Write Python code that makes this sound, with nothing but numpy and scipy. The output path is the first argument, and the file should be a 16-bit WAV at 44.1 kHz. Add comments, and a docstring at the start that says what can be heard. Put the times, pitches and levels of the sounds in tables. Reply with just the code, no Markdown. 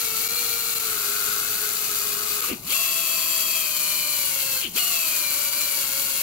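"""A hissing whine with a rasp under it: an air die grinder sands rust off a hand-held iron casting,
close by in a garage. Its four-vane rotor hums and whines through the housing, the exhaust hisses
in puffs, and the small disc scrapes and sings on the metal. Pressure on the disc sags the speed;
twice the air drops away, the rotor runs down and then spins up again."""
import sys
import numpy as np
from scipy import signal
from scipy.fft import rfft, irfft, next_fast_len
from scipy.io import wavfile

SR = 44100
rng = np.random.default_rng(int(sys.argv[2]) if len(sys.argv) > 2 else 0)


def transcribe(u):
    """Save the signal u as a 16-bit wav file named by the first command-line argument.

    u: samples, shape (n,) or (channels, n), limited to [-1, 1]; the rate is SR.
    q: integer samples, one column per channel.
    """
    v = np.clip(np.atleast_2d(u).T, -1, 1)
    q = np.round(v * 32767).astype(np.int16)
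    wavfile.write(sys.argv[1], SR, q)


N = 274302
TIME_S = np.arange(N) / SR
FFT_SIZE = 2 * next_fast_len(N // 2 + 1, True)
BINS_HZ = np.fft.rfftfreq(FFT_SIZE, 1 / SR)
CRUISE_HZ, ROTOR_LAG_S = 140, 0.018  # middling shaft speed; rotor's lag behind the air supply

# Housing and exhaust passage resonances: centre_hz, half_width_hz, tone_gain_db, hiss_lift_db
HOUSING_MODES = [(1165, 247, -27, 0.5), (1404, 242, -24, -9.5), (2337, 200, -18, -3), (2706, 400, -18, 0.5),
                 (3330, 380, -19, -3.5), (4191, 103, -2.5, 2), (4537, 90, -3.5, 8), (7475, 170, -16, 5),
                 (10800, 360, -6.5, 2), (12280, 460, -9.5, 2.5)]
# Speed under load with the valve open, one table per sanding pass: time_s, shaft_hz
PASS_SPEEDS = [
    [(0.0, 115.5), (0.15, 110.8), (0.35, 117.9), (0.8, 114.2), (1.0, 104.5), (1.2, 104.1), (1.5, 107.0),
     (1.8, 105.9), (2.1, 104.0), (2.39, 104.2)],
    [(2.77, 169.5), (3.1, 163.5), (3.3, 163.0), (3.57, 161.7), (3.8, 151.6), (4.15, 149.0), (4.39, 136.5),
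     (4.6, 131.2)],
    [(4.81, 179.5), (4.9, 177.2), (4.96, 167.8), (5.15, 154.0), (5.34, 144.4), (5.52, 144.0), (5.63, 148.5),
     (5.9, 136.0), (6.05, 140.0), (6.22, 135.4)],
]
# Hold on the tool, one row per pass: order_16_db, order_20_db, notch_hz
PASS_GRIPS = [(1, -1.5, 3110), (2.5, 2.5, 3680), (4.5, -1, 3560)]
# Valve eased off between passes: closing_s, lowest_s, opening_s, open_s, air_drop_db, shudder_db
AIR_CUTS = [(2.488, 2.612, 2.614, 2.724, -15.5, 11.5), (4.61, 4.72, 4.73, 4.765, -13.5, 1.5)]


def amp(db):
    """Decibels to gain."""
    return 10 ** (np.asarray(db) / 20)


def peak(hz, centre_hz, half_width_hz):
    """Resonance bell, 1 at its top."""
    return 1 / (1 + ((hz - centre_hz) / half_width_hz) ** 2)


def bump(centre_s, half_s):
    """Bell in time, 1 at its top."""
    return np.exp(-((TIME_S - centre_s) / half_s) ** 2)


def curve(rows, column=1):
    """One column of a time table at every sample."""
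    rows = np.array(rows)
    return np.interp(TIME_S, rows[:, 0], rows[:, column])


def at_hz(rows, hz):
    """Frequency table interpolated on a log axis."""
    row_hz, values = np.transpose(rows)
    return np.interp(np.log(hz + 1), np.log(row_hz + 1), values)


def drift(rate_hz):
    """Random wander of rms 1, rolled off above the rate."""
    t = np.linspace(0, N / SR, 2 ** 14)
    low_pass = peak(np.fft.rfftfreq(len(t), t[1]), 0, rate_hz)
    wander = irfft(rfft(rng.standard_normal(len(t))) * low_pass)
    return np.interp(TIME_S, t, wander / np.sqrt(np.mean(wander ** 2)))


def ports(hz):
    """Complex gains of the left and right microphone ports, mean power 1."""
    # Level between ports: freq_hz, left_minus_right_db
    balance = [(100, 2), (450, 2), (750, -1), (1500, 8.5), (1850, 4), (2600, 6.5), (3600, 1.5), (5000, 7.5),
               (5900, 13.5), (8300, 2.5), (10500, 11), (12000, -2.5), (13500, 15), (16000, -12)]
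    # Phase between ports: freq_hz, left_lead_rad
    lead = [(50, 0), (400, .6), (1500, 1.4), (1900, 3.1), (2400, 6.1), (3100, 6.6), (3500, 8.9), (4400, 11),
            (5200, 11.7), (6200, 16), (7300, 18), (8200, 20), (10600, 27), (12400, 31), (16000, 32)]
    left = amp(at_hz(balance, hz) / 2) * np.exp(0.5j * at_hz(lead, hz))
    pair = np.array([left, 1 / left])
    return pair / np.sqrt(np.mean(abs(pair) ** 2, axis=0))


def noise(spectrum_db):
    """Coloured noise, partly alike at the two ports; their average has rms 1."""
    # Likeness of the ports: freq_hz, coherence
    likeness = [(50, 0.54), (400, 0.47), (1400, 1), (1900, 0.58), (2600, 0.15), (3800, 0.043), (4550, 1),
                (5500, 0.32), (16000, 0.084)]
    common, separate = rfft(rng.standard_normal((2, FFT_SIZE)))
    coherence = np.clip(at_hz(likeness, BINS_HZ), 0, 1)
    spectra = np.array([common, coherence * common + np.sqrt(1 - coherence ** 2) * separate])
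    pair = irfft(spectra * ports(BINS_HZ) * amp(spectrum_db))[:, :N]
    return pair / pair.mean(0).std()


def tone(hz, steady, flutter, flutter_hz):
    """Line at both ports, with a steady and a fluttering part."""
    envelope = steady + flutter * (drift(flutter_hz) + 1j * drift(flutter_hz))
    carrier = np.exp(2j * np.pi * (np.cumsum(hz) / SR + rng.random()))
    port_gains = np.repeat(ports(hz[::64]), 64, axis=1)[:, :N]
    return (port_gains * envelope * carrier).real


def by_pass(values):
    """One value or curve per pass, crossfaded as the valve reopens."""
    out = values[0]
    for value, (_, _, opening_s, open_s, _, _) in zip(values[1:], AIR_CUTS):
        out = out + (value - out) * np.interp(TIME_S, [opening_s, open_s], [0, 1])
    return out


def valve_db(lag_s=0):
    """Air supply: 0 dB when open; each cut falls fast at first, then climbs back evenly."""
    t = TIME_S - lag_s
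    supply_db = 0
    for closing_s, lowest_s, opening_s, open_s, drop_db, _ in AIR_CUTS:
        closed = 1 - np.interp(t, [closing_s, lowest_s], [1, 0]) ** 2
        supply_db += drop_db * closed * np.interp(t, [opening_s, open_s], [1, 0])
    return supply_db


def working_hz():
    """Open-valve shaft speed across all passes."""
    return by_pass([curve(rows) for rows in PASS_SPEEDS])


def airflow_db(cruise_db=-25.2, db_per_hz=0.022, surge_db=2, surge_s=0.074):
    """A faster rotor passes more air; stored pressure escapes at each reopening."""
    flow_db = cruise_db + db_per_hz * (working_hz() - CRUISE_HZ) + valve_db()
    for _, _, opening_s, open_s, _, _ in AIR_CUTS:
        rise = np.interp(TIME_S, [opening_s, open_s], [0, 1]) ** 2
        flow_db += surge_db * rise * np.exp(-np.maximum(TIME_S - open_s, 0) / surge_s)
    return flow_db


def shaft(speed_db_per_air_db=0.78):
    """Rotor speed in Hz and angle in turns; the disc drags more unevenly when slow."""
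    # Disc slips off an edge and the rotor races: time_s, extra_speed_share, half_length_s
    slips = [(2.431, .18, .014), (2.488, .18, .014)]
    shaft_hz = working_hz() * amp(speed_db_per_air_db * valve_db(ROTOR_LAG_S))
    shaft_hz *= 1 + sum(extra * bump(time_s, half_s) for time_s, extra, half_s in slips)
    wobble = 0.00289 * np.minimum(150 / shaft_hz, 2) ** 3
    shaft_hz *= 1 + wobble * drift(rate_hz=45)
    return shaft_hz, np.cumsum(shaft_hz) / SR


def freedom(shaft_hz, loaded_hz=107, free_hz=150):
    """0 for a hard-pressed rotor, 1 for a free-running one."""
    return np.clip((shaft_hz - loaded_hz) / (free_hz - loaded_hz), 0, 1)


def garage(x, t60_s=0.34, wet_db=-16, gap_s=0.004):
    """Adds faint scattered reflections off floor and walls."""
    t = TIME_S[:SR // 2]
    taps = rng.standard_normal((2, len(t))) * amp(-60 * t / t60_s) * (t > gap_s)
    taps /= np.linalg.norm(taps, axis=1, keepdims=True)
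    return x + amp(wet_db) * signal.fftconvolve(x, taps, axes=1)[:, :N]


def rumble(shaft_hz, cruise_db=-54, load_db_per_hz=0.0575, db_per_air_db=0.3):
    """Tool and casting shake, more as the shaft slows, less without air."""
    # Shaking spectrum: freq_hz, density_db
    spectrum = [(20, -24), (50, -3), (110, -2.5), (250, 1.5), (380, 0.5), (550, -4.5), (900, -2.5),
                (2000, -39), (16000, -51)]
    load_db = load_db_per_hz * (CRUISE_HZ - shaft_hz)
    level_db = cruise_db + load_db + db_per_air_db * valve_db(ROTOR_LAG_S)
    return amp(level_db) * noise(at_hz(spectrum, BINS_HZ))


def hum(shaft_hz, base_db=-47.5, db_per_air_db=0.1, bearing_order=6.5):
    """Vane beat, unbalance and a bearing tone; they shudder and the bearing rattles at each air cut."""
    # Low rotor lines: shaft_order, gain_db, steady_part, flutter_part
    lines = [(1, -10, .5, .6), (2, -15, .5, .6), (3, -19, .3, .6), (4, 0, .9, .42), (6.5, -16, .4, .6)]
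    shudder_db = sum(db * bump(closing_s + 0.038, half_s=0.026) for closing_s, *_, db in AIR_CUTS)
    rattle_db = 15 * sum(bump(closing_s + 0.068, half_s=0.025) for closing_s, *_ in AIR_CUTS)
    out = np.zeros((2, N))
    for order, gain_db, steady, flutter in lines:
        hz = order * shaft_hz
        body_db = 6.5 * peak(hz, centre_hz=320, half_width_hz=140)  # tool body resonance
        gain = amp(gain_db + body_db + rattle_db * (order == bearing_order))
        out += gain * tone(hz, steady, flutter, flutter_hz=38)
    return amp(base_db + db_per_air_db * valve_db(ROTOR_LAG_S) + shudder_db) * out


def whistles(shaft_hz):
    """The fast air stream whistles faintly at fixed pitches once the rotor runs freely."""
    # Air whistles: pitch_hz, half_width_hz, level_re_hiss_db
    lines = [(4580, 110, -18), (7500, 170, -18), (10720, 110, -16), (12300, 300, -20), (14850, 180, -21)]
    fuzzy_tones = sum(amp(db) * tone(np.full(N, hz), steady=0, flutter=1, flutter_hz=width_hz)
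                      for hz, width_hz, db in lines)
    return freedom(shaft_hz) * amp(airflow_db()) * fuzzy_tones


def bursts():
    """Rough swells around the air cuts, as the disc catches an edge or the air surges."""
    # Noise bands: time_s, level_db, half_length_s, centre_hz, half_width_hz
    swells = [(2.445, -34.5, 0.0076, 1230, 110), (2.442, -38, 0.018, 2650, 400),
              (2.514, -35.5, 0.032, 2580, 507), (2.516, -31.5, 0.02, 374, 115),
              (2.72, -33, 0.033, 3020, 600), (4.572, -38, 0.012, 1530, 109.6),
              (4.644, -31.5, 0.036, 2970, 455), (4.784, -30.5, .02, 2944, 650)]
    return sum(amp(db) * bump(time_s, half_s) * noise(20 * np.log10(peak(BINS_HZ, hz, width_hz)))
               for time_s, db, half_s, hz, width_hz in swells)


def disc(turns, scrape_gain_db=-9, sing_gain_db=1, wander_hz=48):
    """Grit scrapes the casting, hardest once a turn; stick-slip makes the disc sing unsteadily."""
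    # Scrape spectrum: freq_hz, density_db
    spectrum = [(200, -14), (800, -38), (1150, 1), (1500, 10.5), (1800, -3), (2500, -10), (4500, -7.5),
                (9000, -14), (16000, -69)]
    # Disc bearing on the metal: time_s, level_db, pitch_hz
    contact = [(0, -39.5, 1319), (.83, -39, 1385), (.97, -33, 1397), (1.37, -32, 1375), (1.48, -35.5, 1430),
               (1.65, -34, 1457), (1.78, -39.5, 1330), (2.5, -34, 1228), (2.75, -44.5, 1196),
               (4.55, -51.5, 1456), (5.4, -40, 1395), (6.22, -45, 1415)]
    stroke = 1 + 0.27 * np.cos(2 * np.pi * turns + drift(rate_hz=17))
    scrape = amp(scrape_gain_db) * noise(at_hz(spectrum, BINS_HZ))
    pitch_hz = curve(contact, column=2) + wander_hz * drift(rate_hz=55)
    sing = amp(sing_gain_db) * tone(pitch_hz, steady=0.6, flutter=0.2, flutter_hz=70)
    return amp(curve(contact) + valve_db()) * stroke * (scrape + sing)


def grip_notch(x, depth=0.39, width_hz=330):
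    """Shallow notch that shifts with the hold on the tool."""
    centre_hz = by_pass([hz for _, _, hz in PASS_GRIPS])
    carrier = np.exp(2j * np.pi * np.cumsum(centre_hz) / SR)
    pole = np.exp(-np.pi * width_hz / SR)
    band = 2 * (carrier * signal.lfilter([1 - pole], [1, -pole], x / carrier)).real
    return x - depth * band


def exhaust(turns, vanes=4, gust_db=1, sway_db=0.61):
    """The air jet puffs with each turn and each vane, coloured by the housing."""
    # Jet spectrum: freq_hz, density_db
    spectrum = [(100, -19.5), (500, -16), (800, -20.5), (1400, -11.5), (1850, -7.5), (2300, -4), (3600, -3),
                (4200, -3), (5150, -8), (6200, -2.5), (8500, -7), (10200, -3), (13000, -1.5), (16000, -1)]
    lift_db = sum(db * peak(BINS_HZ, hz, width_hz) for hz, width_hz, _, db in HOUSING_MODES)
    angle_rad = 2 * np.pi * turns
    puffs = 1 + 0.13 * np.cos(angle_rad + drift(rate_hz=8.9)) + 0.17 * np.cos(vanes * angle_rad)
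    flow_db = airflow_db() + gust_db * drift(rate_hz=340) + sway_db * drift(rate_hz=14)
    return amp(flow_db) * puffs * noise(at_hz(spectrum, BINS_HZ) + lift_db)


def whine(shaft_hz, gain_db=2, fade_db=1.13, fuzzy_flutter=0.47, clear_flutter=0.23):
    """Air-driven rotor overtones swell as they slide through the housing resonances."""
    # Vane overtones (multiples of 4), bearing and uneven-vane lines between: shaft_order
    orders = [6.5, 7, 7.42, 8, 9, 9.75, 10.55, 12, 15, 16, 17, 20, 24, 28, 32, 36, 46, 72, 76]
    # Strength of each line: gain_db
    order_gains = [5, -2.5, -2.5, 2, -9.5, -3, 1.5, 4.5, -1.5, 6, -10, 3.5, -2, -5.5, -7, -5.5, 0, -3, 0]
    # Lines that turn clear when the rotor runs freely: shaft_order
    clear_orders = [12, 16, 20, 28, 76]
    # Fade of orders 16 and 20 as load slows the shaft: db_per_hz
    sag_slopes = [0.21, 0.07]
    housing = np.sqrt(sum((amp(db) * peak(BINS_HZ, hz, width_hz)) ** 2
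                          for hz, width_hz, db, _ in HOUSING_MODES))
    sag_hz = by_pass([curve(rows).max() - curve(rows) for rows in PASS_SPEEDS])
    handling_db = {order: by_pass([grip[i] for grip in PASS_GRIPS]) - sag_slopes[i] * sag_hz
                   for i, order in enumerate((16, 20))}
    out = np.zeros((2, N))
    for order, db in zip(orders, order_gains):
        hz = order * shaft_hz
        line_db = db + handling_db.get(order, 0) + fade_db * drift(rate_hz=7)
        clarity = freedom(shaft_hz) * (order in clear_orders)
        flutter = fuzzy_flutter + clarity * (clear_flutter - fuzzy_flutter)
        steady = np.sqrt(1 - 2 * flutter ** 2)  # constant power
        out += amp(line_db) * np.interp(hz, BINS_HZ, housing) * tone(hz, steady, flutter, flutter_hz=45)
    return amp(gain_db + airflow_db()) * out


def scene():
    """The grinder in the garage, edging from the left toward the middle."""
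    shaft_hz, turns = shaft()
    motor = hum(shaft_hz) + whine(shaft_hz) + rumble(shaft_hz)
    air = grip_notch(exhaust(turns)) + whistles(shaft_hz)
    grinder = motor + air + disc(turns) + bursts()
    pan_db = np.linspace(0.56, 0.25, N)
    return garage(grinder * amp([pan_db, -pan_db]))


def record(dry, cutoff_hz=15780):
    """The level dips briefly six times; a low-pass trims the top treble."""
    # Level dips: time_s, depth_db, half_length_s
    dips = [(0.283, 11.5, 0.0038), (0.746, 7.5, 0.0045), (0.792, 7, 0.004), (2.413, 11, 0.0029),
            (3.787, 5, 0.0035), (5.507, 4, 0.0081)]
    dip_db = sum(db * bump(time_s, half_s) for time_s, db, half_s in dips)
    low_pass = signal.firwin(601, cutoff_hz, window=("kaiser", 8), fs=SR)
    return signal.oaconvolve(dry * amp(-dip_db), low_pass[None], "same", axes=1)


dry = scene()
out = record(dry)
transcribe(out)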